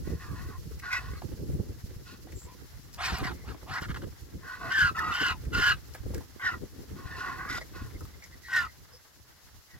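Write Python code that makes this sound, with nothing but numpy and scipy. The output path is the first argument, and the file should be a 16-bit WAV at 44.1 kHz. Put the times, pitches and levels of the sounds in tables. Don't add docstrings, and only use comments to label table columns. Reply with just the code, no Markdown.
import sys
import numpy as np
from scipy import signal
from scipy.fft import rfft, irfft, next_fast_len
from scipy.io import wavfile
from scipy.ndimage import map_coordinates

SR = 44100
rng = np.random.default_rng(int(sys.argv[2]) if len(sys.argv) > 2 else 0)


def dump_mix(stems):
    frames = np.atleast_2d(stems).T
    limited = np.clip(frames, -1, 1)
    pcm = np.round(limited * 32767).astype(np.int16)
    wavfile.write(sys.argv[1], SR, pcm)


N = 431738
TIME = np.arange(N) / SR
WANDER_SHARE, WANDER_PER_S = 0.01654, 35

# pitch_hz, level_db
FEATHER_SPECTRUM = [(1410, -48), (2400, -6), (2640, -2), (2880, -2.5), (3380, -5.5), (3740, -4),
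                    (4050, 0.5), (5350, 2.5), (7590, -2.5), (8550, -12), (11000, -2), (15100, -5),
                    (16000, -7.5)]
# pitch_hz, level_db
BUFFET_SPECTRUM = [(80, -20), (170, -3), (330, -2.5), (480, -8), (700, -26), (1200, -37), (3000, -76)]


def screeches():
    # throat_db, bill_db, ring_db; jitter_share, scoop_share, side (left is negative)
    calls = [ (0.897, 0.11, 0.0345, 8, 1527, 1495, -36, -26, 2053, -36, 0.38, -43, -46, -22, 0.042, 0.0062, -1.1),
             (4.69, 0.23, 0.12, 7, 1564, 1253, -25, -15, 1682, -26, 0.24, -45.5, -40, 3.5, 0.028, 0.019, 1.0),
             (4.938, 0.23, 0.05, 1, 1297, 1186, -35, -32, 1760, -31, 0.04, -45.5, -52.5, 2, 0.042, 0, -1.1),
             (5.097, 0.25, 0.16, 6.5, 1509, 1210, -31.5, -4, 1670, -37, 0.3, -40.5, -36.5, 7.5, 0.044, 0.13, 1.0),
             (5.515, 0.24, 0.17, 10, 1487, 1287, -26, -4, 1640, -29, 0.3, -41.5, -33, 5, 0.043, 0.1, 1.0),
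             (6.385, 0.195, 0.08, 21, 1538, 1160, -35, -15, 1858, -31.5, 0.11, -44.5, -48.5, 0, 0.036, 0.0074, -1.2),
             (7.477, 0.13, 0.046, -4, 1484, 1444, -42, -19, 2003, -41, 0.2, -49.5, -50, -12, 0.061, 0, -1),
             (8.469, 0.22, 0.099, 19.5, 1529, 1207, -28, -28, 1843, -24.5, 0.13, -42.5, -40.5, -4, 0.018, 0.0021, 0.5)]
    # pitch_hz, width_hz, level_db
    throat_modes = [(794, 164, -1.5), (1092, 145, 7), (1462, 173, 9), (2034, 134, 5.5)]
    bill_modes = [(2390, 710, 1.5), (3290, 170, 3.5), (3654, 90, 8.5), (4024, 63, 8), (4510, 200, 1),
                  (4930, 104, 7), (5450, 280, -0.5), (6430, 2260, -7), (12200, 3900, -14)]
    ring_modes = [(2741, 69, 3.8), (2987, 190, 1.4)]
    throat, bill = airflow(throat_modes, rattle_db=3.5), airflow(bill_modes, rattle_db=2.5)
    ring = airflow(ring_modes, rattle_db=1.0)
    out, flutter = np.zeros((2, N)), membrane_flutter()
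    chop = rms_one(1 + 0.66 * (throat_rattle() - 1))
    wander = WANDER_SHARE * drift(WANDER_PER_S)
    warble_hz, fall_hz_per_s = 36, 1600
    for (start_s, length_s, crest_s, swell_db, top_hz, last_hz, low_db, overtone_db, high_hz, high_db,
         high_length_s, throat_db, bill_db, ring_db, jitter, scoop, side) in calls:
        now, age, opening, push_db = breath(start_s, length_s, crest_s, -swell_db, -0.81 * swell_db)
        sunk = np.interp(age, [crest_s - 0.0338, length_s], [0, 1]) ** 1.35
        warble = 0.52 * jitter * np.sin(2 * np.pi * (warble_hz * age + rng.random())) * (1 - sunk)
        low_hz = (top_hz + (last_hz - top_hz) * sunk) * (1 - scoop * np.exp(-age / 0.045) + warble)
        low = from_db(low_db + push_db) * rough_tone(low_hz, jitter, overtone_db - 13 * (1 - sunk), flutter)
        high = rough_tone(high_hz - fall_hz_per_s * (age - crest_s), jitter, -24, flutter)
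        high *= from_db(high_db) * bell(age - crest_s, high_length_s)
        fall = low_hz / 1450
        throat_air = from_db(throat_db + 6 + 0.45 * push_db) * glide(throat[now.start:], fall ** 0.35)
        bill_air = glide(bill[now.start:], fall ** 0.28 + wander[now] / 2)
        ringing = from_db(ring_db) * glide(ring[now.start:], fall ** 0.7)
        bill_air = from_db(bill_db + 2.5 + 1.1 * push_db) * rms_one(bill_air + ringing)
        call = opening * (low + high + chop[now] * (throat_air + bill_air))
        out[:, now] += call, side * call
    return out


def rasps():
    # start_s, length_s, crest_s (after the start), throat_db,
    # gullet_db, bill_db, throat_pitch_ratio, bill_pitch_ratio
    calls = [(2.965, 0.18, 0.093, -34.5, -47, -37.5, 1.075, 1.12),
             (3.1, 0.15, 0.034, -39.5, -46.5, -44, 1.01, 1.11),
             (3.201, 0.14, 0.043, -38, -48.5, -46, 1.06, 1.04),
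             (3.428, 0.12, 0.069, -48, -64, -55.5, 0.94, 1.01),
             (3.654, 0.13, 0.0878, -38, -51, -45, 1.02, 1.06),
             (3.723, 0.1, 0.042, -36.5, -59, -51, 0.99, 1.1)]
    # pitch_hz, width_hz, level_db
    throat_modes = [(1114, 140, 1.5), (1350, 550, -4), (1543, 76, 1.5), (1726, 81, 5), (2030, 52, 4)]
    gullet_modes = [(746, 115, 3), (970, 150, -9)]
    bill_modes = [(2240, 150, 9.5), (2800, 260, 8.5), (3260, 230, 6), (3860, 340, 4), (4340, 250, 4.5),
                  (4950, 330, 4.5), (5500, 270, 2.5), (7370, 1400, -8), (12100, 4600, -16.5)]
    throat, gullet = airflow(throat_modes, rattle_db=1.0), airflow(gullet_modes, rattle_db=3.0)
    bill = airflow(bill_modes, rattle_db=0.5)
    out, wander = np.zeros(N), WANDER_SHARE * drift(WANDER_PER_S)
    for start_s, length_s, crest_s, throat_db, gullet_db, bill_db, throat_ratio, bill_ratio in calls:
        now, age, opening, push_db = breath(start_s, length_s, crest_s, start_db=-8.5, end_db=-5)
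        gape = 1 + 0.07 * push_db + wander[now]
        body = from_db(throat_db) * glide(throat[now.start:], throat_ratio * gape)
        body += from_db(gullet_db) * gullet[now]
        bill_air = from_db(bill_db + 1.25 * push_db) * glide(bill[now.start:], bill_ratio * gape)
        out[now] += opening * (from_db(push_db) * body + bill_air)
    return out * throat_rattle()


def hisses():
    # low_db, middle_db, high_db; bill_db, first_pitch_ratio, last_pitch_ratio
    calls = [(0.03, 0.21, 0.052, -61, -61.5, -58, -64, 1.03, 0.97),
             (0.18, 0.18, 0.034, -54, -57, -50.5, -58.5, 1.02, 0.84),
             (0.33, 0.2, 0.034, -49.5, -58, -52.5, -59, 0.97, 1),
             (0.46, 0.14, 0.054, -54, -59, -60, -66, 1, 1.02),
             (0.809, 0.19, 0.042, -46.5, -41, -47.5, -53, 1.09, 0.9),
             (0.967, 0.26, 0.03, -49.5, -51, -52, -56, 0.95, 1.1),
             (2.037, 0.15, 0.076, -61, -57.5, -62, -54.5, 1.0, 1.01),
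             (4.409, 0.21, 0.14, -50.5, -50, -51, -57.5, 1.02, 1.03),
             (4.581, 0.18, 0.13, -41.5, -41, -47.5, -53, 1.03, 1.03),
             (6.945, 0.16, 0.047, -53.5, -60, -59, -64.5, 1.04, 0.92),
             (7.031, 0.218, 0.17, -49, -51, -49.5, -55, 1.0, 0.96),
             (7.17, 0.24, 0.12, -41, -43, -43.5, -52.5, 1.0, 0.99),
             (7.359, 0.2, 0.054, -42, -43.5, -46.5, -61, 1, 1.12),
             (7.719, 0.19, 0.051, -53, -53, -55, -57.5, 1.07, 0.94),
             (9.66, 0.16, 0.086, -75, -67, -62.5, -73, 1.05, 1.05)]
    # pitch_hz, width_hz, level_db
    throat_modes = [(1090, 143, 0), (1447, 110, 0), (1807, 216, 0)]
    gullet_modes = [(750, 200, -0.5), (1280, 280, -1.5)]
    bill_modes = [(2637, 250, 12.5), (3280, 3100, 1), (4230, 1500, 3)]
    throat = np.array([airflow([mode], rattle_db=1.5) for mode in throat_modes])
    throat[0] += from_db(-8.5) * airflow(gullet_modes, rattle_db=1.5)
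    bill = airflow(bill_modes, rattle_db=2.0)
    out, wander = np.zeros(N), WANDER_SHARE * drift(WANDER_PER_S)
    for start_s, length_s, crest_s, *throat_db, bill_db, first_ratio, last_ratio in calls:
        now, age, opening, push_db = breath(start_s, length_s, crest_s, start_db=-7, end_db=-12.5)
        slide = np.linspace(first_ratio, last_ratio, len(age)) + wander[now]
        voice = glide(from_db(throat_db) @ throat[:, now.start:now.stop + SR // 10], slide)
        out[now] += opening * (from_db(push_db) * voice + from_db(bill_db + 1.16 * push_db) * bill[now])
    return out


def single_tones(jitter, overtone_db):
    # start_s, length_s, level_db, first_hz, last_hz
    tones = [(0.203, 0.18, -52.5, 1272, 1055), (0.482, 0.11, -53, 1160, 1035),
             (0.896, 0.11, -40.5, 2450, 2620), (3.032, 0.048, -39.5, 2467, 2420),
             (3.234, 0.039, -40, 2050, 2025), (3.778, 0.024, -39.5, 2000, 2030),
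             (4.439, 0.12, -46, 1620, 1414), (4.6, 0.114, -46.5, 714, 655), (4.954, 0.14, -45.5, 960, 850),
             (5.29, 0.087, -48, 1191, 834), (6.966, 0.117, -53.5, 1140, 1020),
             (7.09, 0.091, -45, 1830, 1784), (7.122, 0.17, -56, 2690, 2735), (7.185, 0.09, -41, 1490, 1440),
             (7.22, 0.16, -46, 1110, 1036)]
    out, flutter = np.zeros(N), membrane_flutter()
    for start_s, length_s, level_db, first_hz, last_hz in tones:
        hz = np.linspace(first_hz, last_hz, int(length_s * SR))
        tone = rough_tone(hz, jitter * np.sqrt(1200 / hz), overtone_db, flutter)
        at = int(start_s * SR)
        out[at:at + len(hz)] += from_db(level_db) * tone * np.hanning(len(hz)) ** 0.5
    return out


def breath(start_s, length_s, crest_s, start_db, end_db):
    attack_s, release_s = 0.035, 0.041
    now = slice(int(start_s * SR), min(int((start_s + length_s) * SR), N))
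    age = TIME[now] - start_s
    ramp = np.clip(np.minimum(age / attack_s, (length_s - age) / release_s), 0, 1)
    push_db = np.interp(age, [0, min(crest_s, length_s), length_s], [start_db, 0, end_db])
    return now, age, np.sin(np.pi / 2 * ramp) ** 2, push_db


def rough_tone(hz, jitter, overtone_db, flutter):
    start = int(rng.random() * (N - SR))
    quick, waver, shimmer = flutter[:, start:start + len(hz)]
    phase = 2 * np.pi * np.cumsum(hz * (1 + jitter * quick + waver)) / SR
    overtones = np.sin(2 * phase) + 0.65 * np.sin(3 * phase)
    return rms_one(shimmer * (np.sin(phase) + from_db(overtone_db) * overtones))


def membrane_flutter():
    return np.array([drift(1100), 0.00633 * drift(60), from_db(2.5 * drift(240))])


def airflow(modes, rattle_db):
    rattle = from_db(rattle_db * drift(330))
    air = sum(from_db(db) * resonate_twice(rng.standard_normal(N) * rattle, hz, 1.24 * width_hz)
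              for hz, width_hz, db in modes)
    return rms_one(windpipe(air))


def windpipe(x, spacing_hz=498, echo_share=0.19):
    size = next_fast_len(N)
    round_trip = np.exp(-2j * np.pi * np.fft.rfftfreq(size, 1 / SR) / spacing_hz)
    return irfft(rfft(x, size) / (1 - echo_share * round_trip), size)[:N]


def throat_rattle(puffs_per_s=300, jitter=0.46, rattle_db=1.5, flutter_db=1.5):
    phase = 2 * np.pi * np.cumsum(puffs_per_s * (1 + jitter * drift(200))) / SR
    return rms_one(from_db(rattle_db * np.cos(phase) + flutter_db * drift(130)))


def cackles():
    # start_s, length_s, level_db, pitch_hz
    notes = [(3.812, 0.049, -41, 1360), (3.883, 0.017, -46, 1450), (3.898, 0.025, -42, 1370),
             (3.943, 0.01, -41.5, 1430), (3.958, 0.019, -41.5, 1310), (4.018, 0.011, -48, 1390),
             (4.031, 0.017, -52, 1340)]
    return short_notes(notes, width_share=0.66, upper_ratio=2.09, upper_width_share=0.32, upper_db=-8.5)


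def thin_rings():
    # start_s, length_s, level_db, pitch_hz
    notes = [(1.165, 0.036, -62, 4270), (2.35, 0.12, -57.5, 7330), (2.45, 0.099, -56.5, 1000),
             (3.33, 0.12, -64, 2070), (7.607, 0.021, -45.5, 2030), (7.945, 0.027, -59, 2060),
             (8.135, 0.022, -63, 2040), (8.22, 0.034, -53, 2050), (8.32, 0.029, -56.5, 1970),
             (8.432, 0.082, -50.5, 1900), (8.68, 0.025, -55.5, 2010), (8.912, 0.051, -61, 497),
             (8.92, 0.06, -61, 5200)]
    return short_notes(notes, width_share=0.12, upper_ratio=2.16, upper_width_share=0.64, upper_db=-10.0)


def short_notes(notes, width_share, upper_ratio, upper_width_share, upper_db):
    out = np.zeros(N)
    for start_s, length_s, level_db, hz in notes:
        burst = rng.standard_normal(SR // 4)[:int(length_s * SR)]
        ring = rms_one(resonate_twice(burst, hz, width_share * hz))
        upper = rms_one(resonate(burst, min(upper_ratio * hz, SR / 3), upper_width_share * hz))
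        swell = np.sin(np.linspace(0, np.pi, len(burst))).clip(0) ** 0.26
        at = int(start_s * SR)
        out[at:at + len(burst)] += from_db(level_db) * swell * (ring + from_db(upper_db) * upper)
    return out


def bill_snaps(swish_s=0.037):
    # start_s, relative_db, pitch_hz, crack_db (against the ring)
    clicks = [(0.713, -47, 1300, -3), (0.797, -40, 2080, 0), (2.322, -39, 1930, -9.5), (2.94, -44, 5100, 3),
              (3.184, -33, 1530, 0), (3.819, -36, 4500, -5), (4.992, -39.5, 4960, 4),
              (5.452, -43.5, 1720, -3), (5.945, -35.5, 1500, -7), (5.951, -31.5, 1480, -9),
              (6.145, -34.5, 1620, -1), (6.152, -47, 1820, -9), (6.165, -39.5, 1360, -6),
              (6.179, -39, 1540, -1), (6.205, -36, 840, -16), (8.008, -33.5, 1080, -10),
              (8.052, -41, 1060, -1), (8.238, -39, 5500, -9), (8.723, -53, 4580, -3)]
    feathers = rms_one(colour(rng.standard_normal(N) * from_db(9.9 * drift(340)), FEATHER_SPECTRUM))
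    lunges = sum(from_db(db + crack_db - 12) * bell(TIME - start_s, swish_s)
                 for start_s, db, _, crack_db in clicks)
    return lunges * feathers + blows(clicks, decay_s=0.0092, width_share=0.56, gain_db=-7.0)


def wing_thumps(crack_db=-45):
    # start_s, relative_db, pitch_hz
    beats = [(1.219, -29, 685), (2.271, -38.5, 400), (3.545, -35.5, 596), (3.628, -40.5, 497),
             (4.02, -42, 318), (5.949, -32.5, 604), (6.138, -31, 450), (7.58, -33, 600), (7.613, -33, 515)]
    return blows([(*beat, crack_db) for beat in beats], decay_s=0.0045, width_share=1.04, gain_db=-4.5)


def blows(hits, decay_s, width_share, gain_db):
    out, age = np.zeros(N + SR), np.arange(SR // 8) / SR
    for start_s, db, hz, crack_db in hits:
        noise = rng.standard_normal(len(age))
        ring = resonate_twice(noise * np.exp(-age / decay_s), hz, width_share * hz)
        crack = from_db(crack_db) * noise * np.exp(-age / 0.0041)
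        at = int(start_s * SR)
        out[at:at + len(age)] += from_db(db + gain_db) * (ring / np.abs(ring).max() + crack)
    return out[:N]


def open_field(x, sideways, scatter_db, scatter_s):
    # pitch_hz, level_db
    width_spectrum = [(500, -7), (1050, -22), (1450, 1), (1800, -11.5), (2200, 3.5), (2900, -8),
                      (4000, -0.5), (5500, 3), (8000, 0), (15000, -0.5)]
    age = np.arange(SR // 5) / SR
    echoes = rng.standard_normal((2, len(age))) * np.exp(-age / scatter_s) * (age > .002)
    echoes /= np.sqrt(np.sum(echoes ** 2, axis=1, keepdims=True))
    shifted = signal.hilbert(sideways, next_fast_len(N)).imag[:N]
    side = colour(shifted + 0.027 * sideways, width_spectrum)
    scattered = signal.fftconvolve(x[None], echoes, axes=1)[:, :N]
    return x + side * [[1], [-1]] + from_db(scatter_db) * scattered


def wind_slaps():
    # crest_s, length_s, thud_db, crackle_db, pan_db (left against right)
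    swirls = [(0.077, 0.014, -33, -32, -7), (0.121, 0.05, -35, -35, -7), (0.15, 0.07, -33, -45.5, 2),
              (0.325, 0.073, -35, -46, -1), (0.411, 0.095, -38, -54, 12), (0.669, 0.05, -37, -57, -9),
              (1.255, 0.064, -33, -42, -12), (1.337, 0.013, -30.5, -59, -1),
              (1.42, 0.078, -35.5, -39.5, -2), (1.49, 0.02, -43, -36, -4), (1.546, 0.077, -29.5, -42.5, 4),
              (1.602, 0.053, -27, -32.5, -5), (1.7, 0.043, -32.5, -40, 4), (1.845, 0.021, -29.5, -54, 3),
              (1.966, 0.016, -34.5, -59, 2), (3.135, 0.06, -27, -41.5, -2), (3.262, 0.042, -37, -46, -10),
              (3.5, 0.1, -37, -42, 1), (3.713, 0.056, -36.5, -60, 17), (3.824, 0.015, -38, -33.5, -1),
              (3.898, 0.039, -30.5, -54, -2), (4.04, 0.047, -37, -36, -1.5),
              (4.072, 0.047, -42, -41.5, -10), (4.357, 0.091, -38, -44.5, -3),
              (4.845, 0.095, -32, -49.5, 3), (5.314, 0.024, -32.5, -45, -5), (5.476, 0.042, -29, -44.5, -7),
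              (5.566, 0.07, -42, -45, -2), (6.011, 0.032, -36, -62, -4), (6.062, 0.025, -32.5, -37, -3),
              (6.107, 0.028, -48, -36, 0), (6.558, 0.1, -43, -47, -3), (6.799, 0.052, -43, -43, -2),
              (6.933, 0.042, -33, -53, 6), (7.057, 0.032, -33.5, -44.5, 8), (7.507, 0.04, -41, -44, -7),
              (7.823, 0.02, -33, -44, -3), (7.957, 0.03, -36, -44, 3), (9.753, 0.075, -46, -62, 1)]
    # pitch_hz, level_db
    thud_spectrum = [(20, -37), (40, -8.5), (70, 4), (120, -5), (180, -9), (300, -32), (600, -62)]
    thud = stereo_noise(thud_spectrum, lumps_db=-0.5, lumps_per_s=49, shared=0.99)
    crackle = stereo_noise(BUFFET_SPECTRUM, lumps_db=5.5, lumps_per_s=160, shared=0.33)
    out = np.zeros((2, N))
    for crest_s, length_s, thud_db, crackle_db, pan_db in swirls:
        now = np.flatnonzero(np.abs(TIME - crest_s) < length_s / 2)
        swell = bell(TIME[now] - crest_s, length_s)
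        pan = rms_one(from_db([[pan_db / 2], [-pan_db / 2]]))
        burst = from_db(thud_db) * rms_one(swell * thud[:, now])
        burst += from_db(crackle_db) * rms_one(swell * crackle[:, now])
        out[:, now] += pan * burst * np.sqrt(np.mean(swell ** 2))
    return out


def breeze():
    # time_s, rumble_db, buffet_db
    strength = [(0.0, -42.5, -48.5), (0.2, -44.5, -52.5), (0.6, -48.5, -59.5), (1.17, -46.5, -56.5),
                (1.26, -50, -51.5), (1.52, -42.5, -43.5), (1.78, -49.5, -61), (2.1, -50.5, -55.5),
                (2.78, -53, -64.5), (3.2, -42, -50), (3.65, -50, -55), (4.02, -44.5, -48),
                (4.15, -53, -62.5), (4.7, -51, -55), (4.88, -50.5, -57), (5.06, -48.5, -56),
                (5.3, -45.5, -49.5), (5.39, -49.5, -61.5), (5.52, -47.5, -50.5), (5.8, -41, -53),
                (5.9, -58, -67), (6.08, -40.5, -48), (6.28, -57.5, -60), (6.65, -51.5, -55),
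                (7.0, -48.5, -52), (7.6, -51, -55), (7.83, -42, -52.5), (8.1, -56, -64.5), (8.65, -55, -64),
                (9.1, -65.5, -75), (9.79, -67.5, -80)]
    # pitch_hz, level_db
    rumble_spectrum = [(15, -45), (30, -14), (60, 0.5), (100, -3), (150, -9), (230, -27.5), (500, -48.5)]
    rumble_db, buffet_db = in_time(strength)
    gusts = from_db(3.8 * drift(22))
    rumble = stereo_noise(rumble_spectrum, lumps_db=1.0, lumps_per_s=28, shared=0.13)
    buffet = stereo_noise(BUFFET_SPECTRUM, lumps_db=5.0, lumps_per_s=80, shared=0.19)
    return gusts * (from_db(rumble_db + 0.3) * rumble + from_db(buffet_db + 0.56) * buffet)


def jostling():
    # time_s, scuffle_db, rustle_db
    bustle = [(0, -66, -60), (2.7, -62.5, -61.5), (7.8, -60.5, -60.5), (9.2, -65, -63)]
    # pitch_hz, level_db
    scuffle_spectrum = [(300, 1.5), (700, 2.5), (1100, 3.5), (1550, 4), (2050, 3.5), (2500, -8),
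                        (3500, -2.5), (6000, -19)]
    scuffle_db, rustle_db = in_time(bustle)
    scuffle = stereo_noise(scuffle_spectrum, lumps_db=3.5, lumps_per_s=55, shared=0.61)
    rustle = stereo_noise(FEATHER_SPECTRUM, lumps_db=1.86, lumps_per_s=52, shared=0.047)
    return from_db(scuffle_db) * scuffle + from_db(rustle_db) * rustle


def grass_ticks(per_s, gain_db, decay_s=0.00059):
    ticks = (rng.random(N) < per_s / SR) * from_db(2.7 * np.minimum(rng.exponential(1, N), 3))
    bursts = signal.lfilter([1], [1, -np.exp(-1 / (decay_s * SR))], ticks + 1e-18)
    return from_db(gain_db) * resonate(bursts * rng.standard_normal(N), hz=6000, width_hz=6730)


def stereo_noise(spectrum, lumps_db, lumps_per_s, shared):
    white = np.array([rng.standard_normal(N) * from_db(lumps_db * drift(lumps_per_s)) for _ in range(3)])
    pair = colour(white[:2] + shared * white[2], spectrum)
    return pair / np.std(pair.mean(axis=0))


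def colour(x, spectrum):
    hz, db = np.transpose(spectrum)
    size = next_fast_len(N)
    bins = np.maximum(np.fft.rfftfreq(size, 1 / SR), 1)
    gain = from_db(np.interp(np.log(bins), np.log(hz), db))
    return irfft(rfft(x, size) * gain, size)[..., :N]


def resonate(x, hz, width_hz):
    r = np.exp(-np.pi * width_hz / SR)
    feedback = [1, -2 * r * np.cos(2 * np.pi * hz / SR), r * r]
    return signal.lfilter(np.array([1, 0, -1]) * (1 - r * r) / 2, feedback, x)


def resonate_twice(x, hz, width_hz):
    return resonate(resonate(x, hz, width_hz), hz, width_hz)


def glide(x, ratio):
    return map_coordinates(x, [np.cumsum(ratio) % (len(x) - 1)], order=3)


def drift(turns_per_s):
    turns = rng.standard_normal(N // 8)
    return rms_one(np.interp(TIME * turns_per_s, np.arange(len(turns)), turns))


def bell(age, length_s):
    return np.cos(np.pi * np.clip(age / length_s, -.5, .5)) ** 2


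def in_time(rows):
    times, *columns = np.transpose(rows)
    return [np.interp(TIME, times, column) for column in columns]


def from_db(db):
    return 10 ** (np.asarray(db) / 20)


def rms_one(x):
    return x / np.sqrt(np.mean(x ** 2) + 1e-20)


def scene():
    right = cackles() + thin_rings() + wing_thumps()
    screech, screech_sideways = screeches()
    left = hisses() + single_tones(jitter=0.049, overtone_db=-22.0)
    right += rasps() + bill_snaps() + grass_ticks(per_s=10, gain_db=-80)
    sideways = screech_sideways - 0.85 * left + right
    squabble = open_field(screech + left + right, sideways, scatter_db=-5.5, scatter_s=0.01)
    return squabble + jostling() + breeze() + wind_slaps()


def record(dry):
    cutoff_hz = 15850
    return signal.sosfilt(signal.ellip(10, .2, 70, cutoff_hz, fs=SR, output="sos"), dry)


dry = scene()
out = record(dry)
dump_mix(out)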